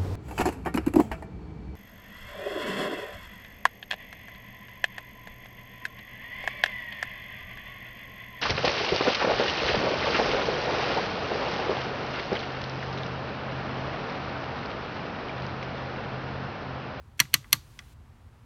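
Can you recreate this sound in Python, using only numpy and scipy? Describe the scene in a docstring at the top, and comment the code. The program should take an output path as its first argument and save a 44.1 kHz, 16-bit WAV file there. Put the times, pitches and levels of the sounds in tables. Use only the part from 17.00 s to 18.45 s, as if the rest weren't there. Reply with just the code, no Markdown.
"""A ratchet clicks close by as the toothed arm of a large plastic handcuff is pushed through it.
Three times the sprung pawl slips off a tooth and snaps onto the next. Each impact excites damped modes
of pawl and frame and thumps the case underneath; the loose arm adds a few light knocks.
A small room reverberates over a low rumble and hiss. A noise gate opens for the snaps and shuts
after them, dulling the hiss."""
import sys
import numpy as np
from scipy import signal
from scipy.fft import rfft, irfft
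from scipy.io import wavfile
from scipy.ndimage import uniform_filter1d

SR = 44100
rng = np.random.default_rng(int(sys.argv[2]) if len(sys.argv) > 2 else 0)


def persist_wave(psi):
    """Save psi, clipped to +-1, as 16-bit WAV."""
    counts = np.round(np.clip(psi, -1, 1) * 32767).astype(np.int16)
    wavfile.write(sys.argv[1], SR, np.atleast_2d(counts).T)


N = 63945

# Spectra of the steady rumble and hiss: frequency_hz, density_db
RUMBLE_SPECTRUM = [(15, -35), (28, -17), (50, -5), (72, -2), (110, -5), (140, -10), (175, -21.5),
                   (225, -17.5), (280, -24), (500, -38), (1000, -59)]
HISS_SPECTRUM = [(30, -9), (300, 1), (600, -1.5), (1000, 1), (1600, -3.5), (3000, -6), (6000, -11),
                 (10000, -13), (15500, -17.5)]
# Decay of reflections inside the open case and in the room: frequency_hz, t60_s
CAVITY_DECAY = [(1000, 0.0803), (12000, 0.071)]
ROOM_DECAY = [(200, .25), (1500, 0.13), (5000, 0.27), (12000, 0.14), (16000, .15)]
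# Colour of all these reflections: frequency_hz, gain_db
REFLECTION_COLOUR = [(200, -16), (700, -9.5), (1100, 3.5), (2000, 3), (3000, 0.5), (3600, 0.5), (4400, 1),
                     (5200, -6.5), (6000, -1), (7200, -6.5), (8500, -6.5), (10400, -11), (11600, -2.5),
                     (12300, -6), (16000, -13)]
# Light knocks of the loose arm: start_s, level_db, cutoff_hz
KNOCKS = [(0.2525, -27.5, 1760), (0.4290, -39, 1640), (0.443, -26, 1467), (0.7900, -23.5, 7000),
          (0.792, -43, 4000), (0.8225, -39, 1710)]
# Colour of a knock: frequency_hz, gain_db
KNOCK_COLOUR = [(500, -6.5), (1000, -2.5), (1350, 4.5), (1750, 1.5), (2100, -1), (2800, -4.5), (3450, 3),
                (4250, -12), (4900, 3.5), (6000, -1.5), (9000, -3), (12000, -7.5)]
# Faint ticks of the pawl riding up a tooth: start_s, level_db
TICKS = [(0.1795, -47), (0.3195, -54), (0.5076, -47.5)]
# Modes of the case, the wire spring and screws, and the pawl and frame: pitch_hz, level_db, t60_s
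CASE_MODES = [(122.4, 0, 0.11), (150, 1, .06), (181.6, -6, 0.077), (220, -3, 0.054), (299.5, -7.5, 0.09)]
SPRING_MODES = [(4520, -3, .27), (5458, -4.5, .17), (6724, -1.5, .14), (7236, -2.5, 0.21), (11470, 0, 0.22),
                (11640, 1, .14), (11900, -5, .15)]
PAWL_MODES = [(1166, -21, .08), (1200, -21.5, 0.014), (1615, -22, .055), (1820, -20, .055),
              (1967, -13, 0.06), (2091, -3.5, 0.023), (2560, -6, .018), (2770, -8, 0.026),
              (2915, -8, 0.017), (3365, -7, 0.021), (3790, -14, 0.022), (4262, -4.5, .021),
              (4532, -11, 0.022), (5992, -4.5, 0.011), (11620, -3.5, .017)]
# Spectrum of the crack of dense, quickly damped modes: frequency_hz, density_db
CRACK_SPECTRUM = [(100, -21.5), (400, -29.5), (600, -16), (780, -22.5), (950, -10.5), (1400, -7),
                  (2100, -5.5), (2350, -3), (3200, -3.5), (3600, -8), (4300, 4), (5100, -10), (5850, 1.5),
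                  (6500, -8), (7200, -5.5), (7600, -10), (8200, -5.5), (9200, -9), (9950, -3.5),
                  (10500, -17), (11000, -5), (11600, -1), (12200, -4), (13300, -14.5), (16000, -19.5)]
# Decay of the crack: frequency_hz, t60_s
CRACK_DECAY = [(200, 0.082), (1200, 0.066), (2500, .031), (5000, .027), (10000, 0.019), (16000, .019)]
# Colour of the slip off a tooth tip: frequency_hz, gain_db
SLIP_COLOUR = [(700, -13.5), (1200, -9), (1650, 3.5), (2100, -4.5), (2450, -0.5), (3250, 2.5),
               (3900, -11.5), (6000, -10.5), (10000, -9), (12000, -23), (16000, -14.5)]
# Points of a snap's colour curve: frequency_hz
SNAP_COLOUR_HZ = [1100, 2000, 3000, 4300, 7000, 12000]
# Pawl snaps: start_s, level_db, colour_db at each of the six SNAP_COLOUR_HZ,
# slip_lead_s, slip_db, slip_treble_db, thump_db
SNAPS = [(0.2008, 1.5, -3.5, 0.5, 0.5, -1.5, 0, -0.5, 0.0071, -9.5, -0.5, 2),
         (0.3402, 0.5, -4, -1.5, 2, -1, 2.5, 0, 0.0066, -24.5, 3, -0.5),
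         (0.5282, 1.5, -1.5, -5, -.5, 1.5, -.5, 3.5, .0052, -27, 8, 0.5)]
# Treble loss through the shut gate: frequency_hz, gain_db
GATE_CUT = [(500, -0.5), (1500, -1.5), (3000, -6), (6000, -8.5), (15000, -10.5)]


def amp(db):
    """Amplitude ratio of a level in decibels."""
    return 10 ** (np.asarray(db) / 20)


def unit_rms(x):
    """Normalisation to unit mean power."""
    return x / np.sqrt(np.mean(x ** 2) + 1e-20)


def curve_at(points, hz):
    """Interpolation on a logarithmic frequency axis."""
    point_hz, values = np.transpose(points)
    return np.interp(np.log(hz + 1), np.log(point_hz + 1), values)


def add(mix, start_s, sound):
    """Superposition: a delayed sound adds linearly to the mix."""
    part = mix[max(round(start_s * SR), 0):][:len(sound)]
    part += sound[:len(part)]


def colour(x, points, size=4096):
    """Minimum-phase filter: the phase follows from the log gain by the Hilbert transform."""
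    hz = abs(np.fft.fftfreq(size, 1 / SR))
    log_gain = np.log(amp(curve_at(points, hz)))
    response = np.exp(np.conj(signal.hilbert(log_gain)))
    taps = np.fft.ifft(response).real[:size // 2]
    return signal.fftconvolve(x, taps)[:len(x)]


def rolloff(x, cutoff_hz, kind):
    """Second-order low-pass or high-pass filter."""
    return signal.sosfilt(signal.butter(2, cutoff_hz, kind, fs=SR, output="sos"), x)


def modal_ring(modes, rise_s=0.00034):
    """Free vibration: a sum of exponentially damped sinusoids of alternating sign."""
    t = np.arange(16384) / SR
    ring = sum((-1) ** k * amp(db - 60 * t / t60_s) * np.sin(2 * np.pi * hz * t)
               for k, (hz, db, t60_s) in enumerate(modes))
    return ring * (1 - np.exp(-t / rise_s))


def dense_ring(decay, rise_s, bands=28):
    """Modal overlap: crowded modes merge into noise, each band decaying at its own rate."""
    t = np.arange(16384) / SR
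    hz = np.fft.rfftfreq(len(t), 1 / SR)
    spectrum = rfft(rng.standard_normal(len(t)))
    edges_hz = np.linspace(0, np.sqrt(SR / 2), bands + 1) ** 2
    ring = 0
    for low, high in zip(edges_hz, edges_hz[1:]):
        analytic = signal.hilbert(irfft(spectrum * (hz >= low) * (hz < high), len(t)))
        steady = unit_rms(analytic.real / np.sqrt(abs(analytic) + 1e-9))  # evens out the envelope
        power_share = 2 * (high - low) / SR
        t60_s = curve_at(decay, (low + high) / 2)
        ring += steady * np.sqrt(power_share) * amp(-60 * t / t60_s)
    return ring * (1 - np.exp(-t / rise_s))


def background(spectrum, rms_db):
    """Stationary noise: spectral weighting turns white noise into rumble or hiss."""
    gain = amp(curve_at(spectrum, np.fft.rfftfreq(N, 1 / SR)))
    noise = irfft(rfft(rng.standard_normal(N)) * gain, N)
    return amp(rms_db) * unit_rms(noise)


def reflections():
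    """Reverberation: a diffuse field dies quickly in the open case and more slowly in the room."""
    cavity = amp(-24) * dense_ring(CAVITY_DECAY, rise_s=0.012)
    room = amp(-36.5) * dense_ring(ROOM_DECAY, rise_s=0.005)
    return colour(cavity + room, REFLECTION_COLOUR)


def light_contacts(mix):
    """Weak excitation: one filtered impact gives the pawl's thin ticks and the arm's duller knocks."""
    contact = impact()
    for start_s, level_db in TICKS:
        add(mix, start_s, amp(level_db) * rolloff(contact, cutoff_hz=3000, kind="high"))
    knock = colour(contact, KNOCK_COLOUR)
    for start_s, level_db, cutoff_hz in KNOCKS:
        add(mix, start_s, amp(level_db) * rolloff(knock, cutoff_hz, "low"))


def case_thump(lag_s=0.00033, echo_s=0.0345):
    """Structure-borne sound: a snap excites the low modes of the case, and a duller echo follows."""
    ring = amp(-30.5) * modal_ring(CASE_MODES, rise_s=0.0022)
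    thump = np.zeros(N)
    add(thump, lag_s, ring)
    add(thump, lag_s + echo_s, amp(-4) * rolloff(ring, cutoff_hz=143, kind="low"))
    return thump


def impact():
    """Impulse response of pawl and frame: a broadband crack, distinct modes and their reflections."""
    crack = colour(dense_ring(CRACK_DECAY, rise_s=0.00029), CRACK_SPECTRUM)
    return amp(-2.5) * crack + amp(-9.5) * modal_ring(PAWL_MODES) + reflections()


def pawl_slip(treble_db, shelf_hz=(3300, 4200)):
    """Sudden release: the pawl clicks as it leaves a tooth tip."""
    click = colour(impact(), SLIP_COLOUR)
    return colour(click, list(zip(shelf_hz, (0, treble_db))))


def pawl_snap(colour_db):
    """Impact excitation: the pawl lands, and the lightly damped spring and screws ring on faintly."""
    snap = impact() + amp(-54.5) * modal_ring(SPRING_MODES)
    return colour(snap, list(zip(SNAP_COLOUR_HZ, colour_db)))


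def ratchet():
    """Release of elastic energy: at each tooth the sprung pawl slips, lands and thumps the case."""
    mix = np.zeros(N)
    thump = case_thump()
    for start_s, level_db, *colour_db, slip_lead_s, slip_db, slip_treble_db, thump_db in SNAPS:
        add(mix, start_s, amp(level_db) * pawl_snap(colour_db))
        add(mix, start_s - slip_lead_s, amp(slip_db) * pawl_slip(slip_treble_db))
        add(mix, start_s, amp(thump_db) * thump)
    light_contacts(mix)
    return mix


def scene():
    """Superposition of ratchet, rumble and hiss in one channel."""
    mix = ratchet() + background(RUMBLE_SPECTRUM, rms_db=-51.5) + background(HISS_SPECTRUM, rms_db=-61)
    return mix[None]


def noise_gate(x, threshold_db=-18, ahead_s=0.021, hold_s=0.423):
    """Threshold gating: the treble is cut except from just before a loud peak until the hold ends."""
    sample = np.arange(N)
    loud = np.roll(abs(x) > amp(threshold_db), -round(ahead_s * SR))
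    last_loud = np.maximum.accumulate(np.where(loud, sample, -N))
    held = (sample - last_loud) / SR < hold_s
    openness = uniform_filter1d(held.astype(float), size=400)
    return openness * x + (1 - openness) * colour(x, GATE_CUT)


def record(dry):
    """Gating, peak clipping and band limiting, in that order."""
    clipped = np.clip(noise_gate(dry[0]), -0.85, 0.85)
    lowpass = signal.firwin(255, cutoff=16050, window=("kaiser", 8), fs=SR)
    return signal.fftconvolve(clipped, lowpass, "same")[None]


dry = scene()
out = record(dry)
persist_wave(out)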